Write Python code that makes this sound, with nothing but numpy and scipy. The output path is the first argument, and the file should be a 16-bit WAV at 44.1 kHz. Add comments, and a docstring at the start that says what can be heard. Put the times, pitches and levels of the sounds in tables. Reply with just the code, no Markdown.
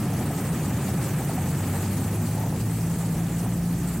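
"""On a lake, a single-engine floatplane flies low, heard from a camera out in the airstream beside it.
Close up, wind buffets the microphone, rushes, hisses and now and then knocks and rattles the housing.
The drone of engine and propeller climbs out of the wind, rising in pitch.
The camera's fast limiter holds the rumble at one level."""
import sys
import numpy as np
from scipy import signal
from scipy.fft import rfft, irfft, next_fast_len
from scipy.io import wavfile
from scipy.ndimage import uniform_filter1d, minimum_filter1d, map_coordinates

SR = 44100
rng = np.random.default_rng(int(sys.argv[2]) if len(sys.argv) > 2 else 0)


def store_pcm(level_fs):
    """Save levels as 16-bit WAV."""
    pcm = np.round(np.clip(level_fs, -1, 1) * 32767).astype(np.int16)
    wavfile.write(sys.argv[1], SR, np.atleast_2d(pcm).T)


N = 176400

# Strength of the hiss and its spits at the microphone. 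Each row: time in seconds, relative level in dB.
HISS_STRENGTH = [(0, -44), (.7, -43.5), (1.08, -42.4), (1.26, -43.7), (1.6, -42.3), (1.85, -42.5),
                 (2.3, -43.5), (2.5, -44.5), (3.1, -45), (3.3, -45.3), (3.58, -46), (4, -45.5)]


def amp(db):
    """Decibels to gain."""
    return 10 ** (np.asarray(db) / 20)


def unit(x):
    """Scale to rms 1."""
    return x / np.sqrt(np.mean(x ** 2) + 1e-20)


def along(points, hz):
    """Read (Hz, value) points on a log axis."""
    freqs, values = np.transpose(points)
    return np.interp(np.log(hz + 1), np.log(freqs + 1), values)


def curves(rows):
    """One value per sample for each column after the time."""
    times, *columns = np.transpose(rows)
    return [np.interp(np.arange(N) / SR, times, column) for column in columns]


def humps(rows):
    """Sum of smooth bumps from (centre s, height, width s) rows."""
    t = np.arange(N) / SR
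    return sum(height * np.exp(-np.pi * ((t - centre) / width) ** 2) for centre, height, width in rows)


def wobble(rate):
    """A smooth random curve, rate knots a second."""
    return map_coordinates(rng.standard_normal(size=4096), [np.arange(N) * rate / SR], mode="wrap")


def filtered(x, response):
    """Shape x by a gain that depends on frequency."""
    size = next_fast_len(N + SR // 2)
    return irfft(rfft(x, size) * response(np.fft.rfftfreq(size, 1 / SR)), size)[..., :N]


def airflow(spectrum, patchy_db, fine_db=0):
    """Stereo air noise with broad and fine patches of random gain: mono in the bass, wide up top."""
    # Each row: frequency in Hz, likeness of left and right (1 is mono).
    likeness = [(1800, 1), (2600, 1), (3600, 0.59), (5000, 0.44), (8000, 0.55), (15000, 0.2)]

    def patches(bins, frames):
        field = uniform_filter1d(rng.standard_normal(noise.shape[1:]), bins, axis=0)
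        return unit(uniform_filter1d(field, frames, axis=1))

    def mid_side_gains(hz):
        spread = np.arccos(np.clip(along(likeness, hz), -1, 1)) / 2
        return amp(along(spectrum, hz)) * [np.ones_like(hz), np.tan(spread)]

    noise = signal.stft(rng.standard_normal((2, N)), nperseg=512)[2]
    flicker_db = patchy_db * patches(bins=16, frames=5) + fine_db * patches(bins=8, frames=2)
    pair = signal.istft(noise * amp(flicker_db), nperseg=512)[1][:, :N]
    mid, side = filtered(pair, mid_side_gains)
    return np.array([mid + side, mid - side]) / np.std(mid)


def buffet():
    """Eddies beat right on the microphone: a deep, lumpy rumble."""
    # Each row: time in seconds, level in dB.
    strength = [(0, -24.5), (1, -24), (1.6, -26), (2.2, -25), (2.8, -27.5), (3.4, -27.5), (4, -28)]
    # Each row: frequency in Hz, relative spectral density in dB.
    spectrum = [(15, -26), (36, -27), (50, -28), (65, -10), (85, -7), (115, -1.5), (150, 1), (190, -2.5),
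                (240, -8), (295, -9), (350, -14.8), (420, -21), (550, -28), (900, -39.5), (2000, -99)]
    level_db, = curves(strength)
    return amp(level_db + 1.03 * wobble(rate=25.07)) * airflow(spectrum, patchy_db=-0.5)


def slipstream():
    """Air rushes and hisses close past the microphone; both layers flutter with the same eddies."""
    # Each row: time in seconds, relative level in dB.
    rush_strength = [(0, -44), (.5, -44), (1, -43), (1.25, -44.5), (1.8, -44), (2.3, -46.5), (2.75, -47.5),
                     (3.1, -46.8), (3.42, -46.5), (3.6, -49), (3.78, -48), (3.92, -46.5), (4, -49)]
    # Brief swells of the hiss. Each row: centre in seconds, rise in dB, width in seconds.
    surges = [(.39, 1.6, .03), (.55, 2.2, 0.036), (.83, 1, 0.018), (.885, 1.5, .02), (1.02, 1.7, 0.07),
              (1.49, 1, 0.027), (1.83, 2, .04), (2.27, 3, .025), (2.605, 3.5, 0.022), (2.99, 3, 0.05),
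              (3.18, 2.6, .04), (3.395, 3, .055), (3.535, 4, .018), (3.68, 1.8, .08), (3.895, 3.5, 0.039),
              (3.945, 2.5, .02)]
    # Colour of each layer. Each row: frequency in Hz, relative spectral density in dB.
    rush_spectrum = [(150, -22), (400, 4), (600, 2), (820, 3), (1020, -2.5), (1150, -3), (1270, -1),
                     (1400, -5.5), (1850, -4.5), (2100, -8), (2450, -8), (3400, -14.5), (5000, -26.5),
                     (12000, -40)]
    hiss_spectrum = [(1500, -20), (2500, -13), (3500, -11), (4400, -5.2), (5100, -7.2), (6500, -2.5),
                     (7300, -1), (8050, 1.5), (9000, -2), (10500, -4), (15500, -6)]
    rush_gain_db, hiss_gain_db = 6.5, 2.1
    eddies, flutter = wobble(rate=30.4), wobble(rate=140)
    rush_db = curves(rush_strength)[0] + rush_gain_db + 0.093 * eddies + 0.4 * flutter
    hiss_db = curves(HISS_STRENGTH)[0] + hiss_gain_db + humps(surges) + 0.3 * eddies + 0.5 * flutter
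    rush = amp(rush_db) * airflow(rush_spectrum, patchy_db=0.9)
    hiss = amp(hiss_db) * airflow(hiss_spectrum, patchy_db=1.75, fine_db=1.17)
    return rush + hiss


def spits():
    """Short splashy spits in the hiss, each a puff of noise in its own treble band."""
    count, gain_db, spread_db, stereo_width = 330, 1.2, 8, 0.7
    low_hz, high_hz, width_hz = 7000, 15700, 750
    mean_rise_s = 0.0032
    out, t = np.zeros((2, N + SR)), np.arange(2048) / SR
    hz = np.fft.rfftfreq(len(t), 1 / SR)
    for when, height, softness, life in rng.uniform(size=(count, 4)):
        centre_hz = low_hz + height * (high_hz - low_hz)
        band = np.exp(-((hz - centre_hz) / width_hz) ** 2)
        mid, side = irfft(rfft(rng.standard_normal((2, len(t)))) * band)
        noise = unit(np.array([mid + stereo_width * side, mid - stereo_width * side]))
        age = t / (mean_rise_s * (0.5 + life))
        puff = noise * age * np.exp(1 - age)
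        out[:, int(when * N):][:, :len(t)] += amp(-spread_db * softness) * puff
    level_db, = curves(HISS_STRENGTH)
    return amp(level_db + gain_db) * out[:, :N]


def drone():
    """Engine and propeller alongside: four clean partials of one rising pitch, each wavering in level."""
    # Each row: time in seconds, fundamental in Hz.
    pitch = [(0, 36), (1.3, 44.7), (1.75, 48), (2, 50.3), (2.5, 54), (2.75, 55.3), (3, 56), (3.5, 57),
             (3.75, 57.25), (4, 57.9)]
    # Each row: time in seconds, levels of the first, second and third partials in dB.
    partial_levels = [(0, -62, -52, -49), (1.22, -66, -52, -33.5), (1.48, -61, -30, -42),
                      (2.12, -51, -30.5, -32), (2.33, -52, -29, -31), (2.65, -44, -30, -30.5),
                      (2.85, -42.5, -33, -25), (3.3, -40, -33, -28.5), (3.7, -39, -37, -25.5),
                      (4, -38, -39, -30.5)]
    fourth_db, waver_db = -48, -0.5
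    hz, = curves(pitch)
    phase = 2 * np.pi * np.cumsum(hz) / SR
    out = np.zeros(N)
    for harmonic, db in enumerate(curves(partial_levels) + [fourth_db], 1):
        rms = amp(db + waver_db * wobble(rate=5.94))
        out += np.sqrt(2) * rms * np.sin(harmonic * phase + rng.uniform(0, 2 * np.pi))
    return out


def rattles():
    """Longer gusts shake the housing: a throaty swell in its hollow band, pulsing with quick contacts."""
    # Each row: centre in seconds, rms level at the crest in dB, width in seconds.
    gusts = [(.062, -41, .025), (1.22, -38, .032), (1.317, -34, 0.009), (2.398, -35.3, .06),
             (2.46, -36.2, .04), (2.552, -41, 0.028), (3.04, -38.5, 0.042)]
    # The housing's hollow band. Each row: frequency in Hz, relative spectral density in dB.
    housing_band = [(280, -27), (420, -2), (580, -3), (760, -1), (920, 0), (1080, -11), (1600, -35)]
    contacts_per_s, uneven_db = 300, 2.5
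    swell = humps([(centre, amp(db), width) for centre, db, width in gusts])
    chatter = amp(uneven_db * wobble(contacts_per_s))
    return swell * unit(chatter * airflow(housing_band, patchy_db=1))


def knocks():
    """Wind jolts the housing: each knock swells quickly and rings roughly at its own hollow pitch."""
    # Each row: start in seconds, peak level in dB, pitch in Hz, time to fall 60 dB in seconds.
    jolts = [(.063, -34.5, 730, .05), (.127, -30.5, 720, 0.055), (.208, -31, 735, 0.054),
             (.306, -28.7, 695, .03), (.887, -31.5, 750, .03), (1.203, -30, 735, .03),
             (1.2945, -24, 700, .019), (1.3155, -26.5, 820, .014), (1.378, -25.5, 755, .08),
             (1.476, -33, 676, .05), (2.5255, -26, 740, 0.01), (3.463, -29, 740, 0.012)]
    attack_s, roughness_rad = 0.0023, 0.35
    out, t = np.zeros(N + SR), np.arange(SR // 8) / SR
    for start, db, hz, t60 in jolts:
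        envelope = (1 - np.exp(-t / attack_s)) * amp(-60 * t / t60)
        jitter = roughness_rad * wobble(rate=400)[:len(t)]
        ring = np.sin(2 * np.pi * hz * t + jitter)
        out[int(start * SR):][:len(t)] += amp(db) * envelope / envelope.max() * ring
    return out[:N]


def scene():
    """At the microphone: wind on both channels; drone, knocks and rattles in the middle."""
    return buffet() + slipstream() + spits() + drone() + knocks() + rattles()


def record(dry):
    """The camera's fast look-ahead limiter, pressing hardest on the bass, then its band limit."""
    ceiling_db, hold_s = -17.5, 0.0056
    split_hz, top_hz = 450, 15900
    treble_share = 0.34  # the treble takes only this share of the cut in dB
    peak = np.abs(dry).max(axis=0)
    needed_gain = np.minimum(1, amp(ceiling_db) / (peak + 1e-9))
    span = int(hold_s * SR)
    gain = uniform_filter1d(minimum_filter1d(needed_gain, 2 * span), span)
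    bass = filtered(dry, lambda hz: 1 / (1 + (hz / split_hz) ** 4))
    limited = bass * gain + (dry - bass) * gain ** treble_share
    return filtered(limited, lambda hz: hz < top_hz)


dry = scene()
out = record(dry)
store_pcm(out)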